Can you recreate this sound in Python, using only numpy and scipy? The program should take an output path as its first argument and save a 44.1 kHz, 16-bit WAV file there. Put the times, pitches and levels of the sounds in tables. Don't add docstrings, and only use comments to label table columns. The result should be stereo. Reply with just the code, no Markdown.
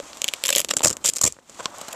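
import sys
import numpy as np
from scipy import signal
from scipy.fft import rfft, irfft, next_fast_len
from scipy.io import wavfile

SR = 44100
rng = np.random.default_rng(int(sys.argv[2]) if len(sys.argv) > 2 else 0)


def unload_wav(signal):
    wavfile.write(
        sys.argv[1],
        SR,
        np.round(np.clip(np.atleast_2d(signal).T, -1, 1) * 32767).astype(np.int16),
    )


N = 85995

# t/s, sizzle/dB, crack/dB, thump/dB
SNAPS_AND_KNOCKS = [(0.0006, -38, -32.5, -23), (0.132, -54, -33, -40), (0.1715, -32, -36, -45),
                    (0.218, -14, -16.5, -34.5), (0.2429, -11.5, -11.5, -29.5), (0.2806, -18.5, -18, -42),
                    (0.2864, -18, -11.5, -37.5), (0.337, -16.5, -14, -31), (0.4383, -13, -12, -29),
                    (0.453, -18.5, -15.5, -58), (0.4682, -16, -22, -54), (0.482, -15, -22, -49),
                    (0.534, -22, -40, -36), (0.5512, -12.5, -9.5, -38), (0.5668, -21, -11, -20.5),
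                    (0.6024, -8.5, -22, -25), (0.615, -23, -23.5, -45), (0.6467, -18, -20, -27.5),
                    (0.6872, -25.5, -29, -56), (0.691, -29, -21.5, -33), (0.7046, -22, -42, -29.5),
                    (0.7368, -26, -25, -25), (0.7377, -16, -44, -27), (0.774, -17, -46, -41),
                    (0.7854, -24, -34, -48), (0.7938, -25, -26, -40), (0.806, -34, -28, -21),
                    (0.819, -26, -30, -31), (0.8643, -17, -33, -27), (0.896, -20, -29, -31),
                    (0.9289, -20.5, -35, -40.5), (0.9329, -25, -56, -43), (0.9686, -24, -32, -34.5),
                    (1.136, -18.5, -33, -60), (1.1532, -29, -42, -42.5), (1.1603, -20, -39, -53),
                    (1.1841, -21, -34, -52), (1.1908, -28, -35, -38.5), (1.2205, -21, -60, -41),
                    (1.3238, -25.5, -44, -55.5), (1.3667, -77, -55, -42.5), (1.388, -56, -71, -38),
                    (1.6569, -22.5, -14.5, -18), (1.784, -31, -45, -48)]
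# t/s, length/s, sizzle/dB, crack/dB, thump/dB
WEAVE_SLIPS = [(0.4585, 0.0047, -16, -19.5, -33), (0.4875, 0.0081, -15, -16, -27.5),
               (0.5025, 0.0039, -9.5, -16, -21.5), (0.5255, 0.0065, -17.5, -15.5, -27.5),
               (0.5592, 0.0032, -7.5, -21.5, -20.5), (0.568, 0.011, -26, -27, -36),
               (0.5808, 0.0068, -12.5, -18, -42), (0.591, 0.0065, -16.5, -18.5, -27.5),
               (0.7075, 0.0079, -16.5, -15, -22.5), (0.767, 0.0033, -4.5, -17, -20.5),
               (0.8315, 0.012, -12, -24.5, -26), (0.845, 0.0049, 0, -14, -14.5),
               (0.857, 0.0035, -4, -27, -12.5), (0.869, 0.0069, -10.5, -31, -23.5),
               (0.878, 0.0073, -13, -46, -32.5), (0.902, 0.002, -14, -30, -26.5),
               (0.9095, 0.0026, -18.5, -29.5, -23.5), (1.045, 0.0067, -24, -27.5, -27),
               (1.057, 0.0075, -9.5, -43, -33), (1.069, 0.0085, -19, -26.5, -37),
               (1.085, 0.0086, -12.5, -31.5, -30.5), (1.1635, 0.01, -19, -36, -39),
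               (1.212, 0.0055, -7.5, -27, -25.5), (1.2255, 0.0036, -18.5, -34.5, -39),
               (1.235, 0.0074, -4.5, -23.5, -19.5), (1.248, 0.0068, -11, -31.5, -21.5),
               (1.2595, 0.024, -15, -27, -28), (1.495, 0.0088, -38, -50.5, -44),
               (1.592, 0.02, -40, -40, -32), (1.812, 0.0043, -29.5, -32, -33.5),
               (1.881, 0.0082, -33, -35, -34), (1.927, 0.0073, -28.5, -33, -61)]
# start/s, end/s, sizzle/dB, crack/dB, thump/dB
CRUMPLINGS = [(0.443, 0.619, -38.5, -35, -52), (0.685, 0.719, -41, -41, -44.5),
              (0.825, 0.944, -58, -47, -46.5), (1.042, 1.103, -16.5, -25, -66)]
# t/s, fizz relative to sizzle/dB, bass cut/Hz, panel pitch/Hz, panel peak/dB
GRIP_TONE = [(.22, -5.5, 270, 564, 10), (.46, -2, 277, 553, 9.5), (.61, -0.5, 222, 553, 10),
             (.74, -13, 198, 538, 5.5), (0.767, -15, 180, 326, 8), (.806, -7.5, 304, 780, 10.5),
             (0.851, -13, 49.6, 500, 4.5), (1.08, -7, 113, 527, 5), (1.185, -7, 219, 400, 0),
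             (1.238, -11, 35, 160, 0), (1.66, -24, 135, 1064, 10.5), (1.78, -3, 162, 710, 11)]
# f/Hz, level/dB
SIZZLE_TONE = [(1500, -39.5), (3500, -17), (4900, -8.5), (6200, -4.5), (7400, 5), (8300, -3), (9400, -11),
               (11000, -16), (15000, -45)]
CRACK_TONE = [(700, -20), (1500, -10), (2300, 1), (3200, 6.5), (4400, 1), (7000, 0.5), (10000, -20),
              (15000, -31.5)]
THUMP_TONE = [(25, -19), (70, 0), (160, 2.5), (330, -3), (560, 0), (780, -7), (1200, 1), (1800, -6.5),
              (4000, -37.5)]
FIZZ_TONE = [(5000, -30), (8500, -7), (10000, 7), (12000, 1.5), (14200, -4.5), (15200, -31.5)]
# sizzle/dB, crack/dB, thump/dB, fizz/dB
PART_TRIMS_DB = (1, -0.0069, -0.31, -2.7)
# t/s, rumble/dB, dull rub/dB, hiss/dB
RUBBING_LEVELS = [(0, -49, -50.5, -44.5), (.43, -55.5, -48.5, -45), (.62, -48.5, -56, -44.5),
                  (.72, -44, -55.5, -69), (1.0, -50.5, -52.5, -56), (1.29, -55.5, -61.5, -47),
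                  (1.399, -63.5, -63.5, -63), (1.55, -49.5, -56.5, -50), (1.63, -52, -43, -40),
                  (1.69, -51, -47.5, -53), (1.79, -48, -44.5, -42.5), (1.95, -63, -40.5, -47)]
# f/Hz, level/dB
RUMBLE_TONE = [(25, -12), (60, -5.5), (150, -9.5), (280, 0), (420, -6.5), (900, -25.5)]
RUB_TONE = [(200, -24), (420, -12), (560, -2), (800, -2), (1150, -0.5), (1900, -10), (4000, -29)]
HISS_TONE = [(900, -21.5), (2000, -2), (3400, 1), (5000, -1), (7500, 6.5), (9500, -7), (13500, -16),
             (16000, -61)]
# f/Hz, left over right/dB, likeness (1 = alike)
CATCH_STEREO = [(59.4, 8.5, 0.49), (153, 8.5, 0.39), (290, 2.5, 0.66), (576, 2.5, 1), (1220, 3, 0.17),
                (2890, 10, 0.92), (5950, 5.5, 0.97), (7980, 4.5, 1), (9200, 5, 0.69), (12700, 18.5, 0.4)]
RUB_STEREO = [(59.6, 2.5, 0.92), (300, -0.5, 0.99), (734, -0.5, 1), (1400, 1.5, 0.63), (2600, 5, 0.7),
              (7540, 4.5, 0.17), (14000, 9.5, 0.2)]

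BLOCK = 4096
SNAP_S, SHORTEST_COUNTED_S = 0.00066, 0.0025
CATCHES_PER_S, CATCH_SPREAD_DB, SWELL_POWER = 2000, 9.5, 0.28
SOFT_EDGE_S, SOFT_EDGE_DB = 0.003, -33.5
TONE_SPREAD_DB, SMEAR_S = 2, 0.0007
RING_DB, RING_T60_S = -15.5, 0.043
SMALL_CREASES_PER_S, SMALL_SPREAD_DB = 250, 3
FIBRES_PER_S, FIBRE_SPREAD_DB, FLICKER_DB, FLICKER_HZ = 14000, 3, 2.22, 37
ROOM_DB, ROOM_T60_S = -25.5, 0.18
RIGHT_LAG_MS, PAN_SPREAD_DB = 0.043, 4.5
OVERLOAD_LEVEL, CUTOFF_HZ = 0.8, 14900


def crinkles(events):
    out = np.zeros((2, N + 2 * BLOCK))
    grip_s, *grip_columns = np.transpose(GRIP_TONE)
    for t, length_s, sizzle_db, crack_db, thump_db in events:
        clicks = rfft(catches(length_s)) * fold_smear()
        start = int(np.clip((t - SOFT_EDGE_S - SMEAR_S / 2) * SR + BLOCK, 0, N + BLOCK))
        length_gain = np.sqrt(max(length_s, SHORTEST_COUNTED_S) * SR)
        fizz_db, bass_cut_hz, panel_hz, panel_db = (np.interp(t, grip_s, c) for c in grip_columns)
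        parts = [(SIZZLE_TONE, sizzle_db, 1),
                 (CRACK_TONE, crack_db, 1),
                 (THUMP_TONE, thump_db, panel_ring(panel_hz, panel_db)),
                 (FIZZ_TONE, sizzle_db + fizz_db, 1)]
        for (tone, level_db, resonance), trim_db in zip(parts, PART_TRIMS_DB):
            struck = clicks * resonance * tone_filter(tone, BLOCK, TONE_SPREAD_DB, bass_cut_hz)
            ringing = struck * (1 + from_db(RING_DB) * rfft(dying_noise(RING_T60_S, BLOCK)))
            scatter = rfft(dying_noise(t60_s=0.0069, size=BLOCK))
            blurred = struck * scatter / np.sqrt(abs(scatter) + 1e-9)
            pair = to_stereo(ringing, blurred, CATCH_STEREO, PAN_SPREAD_DB * rng.standard_normal())
            out[:, start:start + BLOCK] += from_db(level_db + trim_db) * length_gain * pair
    return out[:, BLOCK:BLOCK + N]


def catches(length_s):
    whole_s = length_s + 2 * SOFT_EDGE_S
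    count = max(1, round(whole_s * CATCHES_PER_S))
    at_s = (np.arange(count) + rng.random(count)) / count * whole_s
    at_s[np.argmin(abs(at_s - whole_s / 2))] = whole_s / 2
    strength = from_db(CATCH_SPREAD_DB * np.tanh(rng.standard_normal(count)))
    sign = rng.choice([-1, 1], count)
    progress = np.clip((at_s - SOFT_EDGE_S) / length_s, 0, 1)
    swell = abs(np.sin(np.pi * progress)) ** SWELL_POWER
    clicks = np.zeros(BLOCK)
    np.add.at(clicks, (at_s * SR).astype(int), sign * (swell + from_db(SOFT_EDGE_DB)) * strength)
    return unit_energy(clicks)


def fold_smear():
    hz = np.linspace(0, SR / 2, BLOCK // 2 + 1)
    delay_s = SMEAR_S * np.interp(hz, np.linspace(0, SR / 2, 24), rng.random(24))
    return np.exp(-2j * np.pi * np.cumsum(delay_s) * hz[1])


def panel_ring(pitch_hz, peak_db, width_hz=85):
    hz = np.linspace(0, SR / 2, BLOCK // 2 + 1) + 1
    return 1 + (from_db(peak_db) - 1) / (1 + 1j * (hz ** 2 - pitch_hz ** 2) / (hz * width_hz))


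def small_creases():
    events = []
    for start_s, end_s, *levels_db in CRUMPLINGS:
        for k in range(int((end_s - start_s) * SMALL_CREASES_PER_S)):
            t = start_s + (k + rng.random()) / SMALL_CREASES_PER_S
            varied_db = np.array(levels_db) + SMALL_SPREAD_DB * rng.uniform(-1, 1)
            events.append((t, SNAP_S, *varied_db))
    return events


def rubbing(tone, gain_db, column):
    size = 2 * next_fast_len(N // 2 + BLOCK)
    flicks = (rng.random((2, size)) < FIBRES_PER_S / SR) * rng.choice([-1, 1], (2, size))
    strength = from_db(FIBRE_SPREAD_DB * np.minimum(rng.exponential(1, (2, size)), 6))
    shared, right_only = rfft(flicks * strength) * tone_filter(tone, size)
    levels = np.transpose(RUBBING_LEVELS)
    level_db = np.interp(np.arange(N) / SR, levels[0], levels[column])
    level_db += FLICKER_DB * wander(FLICKER_HZ)
    pair = to_stereo(shared, right_only, RUB_STEREO)[:, :N]
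    return from_db(gain_db + level_db) * np.sqrt(size) * pair


def room_echo(pair):
    echoes = [signal.fftconvolve(side, dying_noise(ROOM_T60_S, SR // 2))[:N] for side in pair]
    return from_db(ROOM_DB) * np.array(echoes)


def to_stereo(shared, right_only, stereo_table, pan_db=0):
    hz = np.linspace(0, SR / 2, len(shared)) + 1
    table_hz, *columns = np.transpose(stereo_table)
    left_db, likeness = (np.interp(np.log(hz), np.log(table_hz), c) for c in columns)
    lag = np.exp(-2j * np.pi * hz * RIGHT_LAG_MS / 1000)
    right = likeness * shared * lag + np.sqrt(1 - likeness ** 2) * right_only
    right *= from_db(-left_db - pan_db)
    return np.sqrt(2) * unit_energy(irfft(np.array([shared, right])))


def tone_filter(tone, size, spread_db=0, bass_cut_hz=10):
    hz = np.arange(size // 2 + 1) * SR / size + 1
    table_hz, table_db = np.transpose(tone)
    tone_db = np.interp(np.log(hz), np.log(table_hz), table_db)
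    bumps_db = np.interp(hz, np.geomspace(100, 16000, 40), spread_db * rng.standard_normal(40))
    bass_cut = hz ** 2 / np.hypot(hz ** 2, bass_cut_hz ** 2)
    cepstrum = irfft(np.log(from_db(tone_db + bumps_db) * bass_cut + 1e-4))
    cepstrum[1:size // 2] *= 2
    cepstrum[size // 2 + 1:] = 0
    return np.exp(rfft(cepstrum))


def dying_noise(t60_s, size):
    fade = from_db(-60 * np.arange(size) / SR / t60_s)
    return unit_energy(rng.standard_normal(size) * fade)


def wander(hz):
    pole = np.exp(-2 * np.pi * hz / SR)
    slow = signal.lfilter([1], [1, -2 * pole, pole * pole], rng.standard_normal(N + SR))[SR:]
    return slow / slow.std()


def from_db(db):
    return 10 ** (np.asarray(db) / 20)


def unit_energy(x):
    return x / np.sqrt(np.sum(x ** 2) + 1e-20)


def scene():
    rumble = rubbing(RUMBLE_TONE, gain_db=-3, column=1)
    dull_rub = rubbing(RUB_TONE, gain_db=1, column=2)
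    hiss = rubbing(HISS_TONE, gain_db=1.5, column=3)
    snaps_and_knocks = [(t, SNAP_S, *levels_db) for t, *levels_db in SNAPS_AND_KNOCKS]
    bag = crinkles(snaps_and_knocks) + crinkles(WEAVE_SLIPS) + crinkles(small_creases())
    return bag + rumble + dull_rub + hiss + room_echo(bag)


def record(dry):
    flattened = dry / (1 + (dry / OVERLOAD_LEVEL) ** 8) ** (1 / 8)
    treble_cut = signal.ellip(10, .1, 70, CUTOFF_HZ, fs=SR, output="sos")
    return signal.sosfilt(treble_cut, flattened)


dry = scene()
out = record(dry)
unload_wav(out)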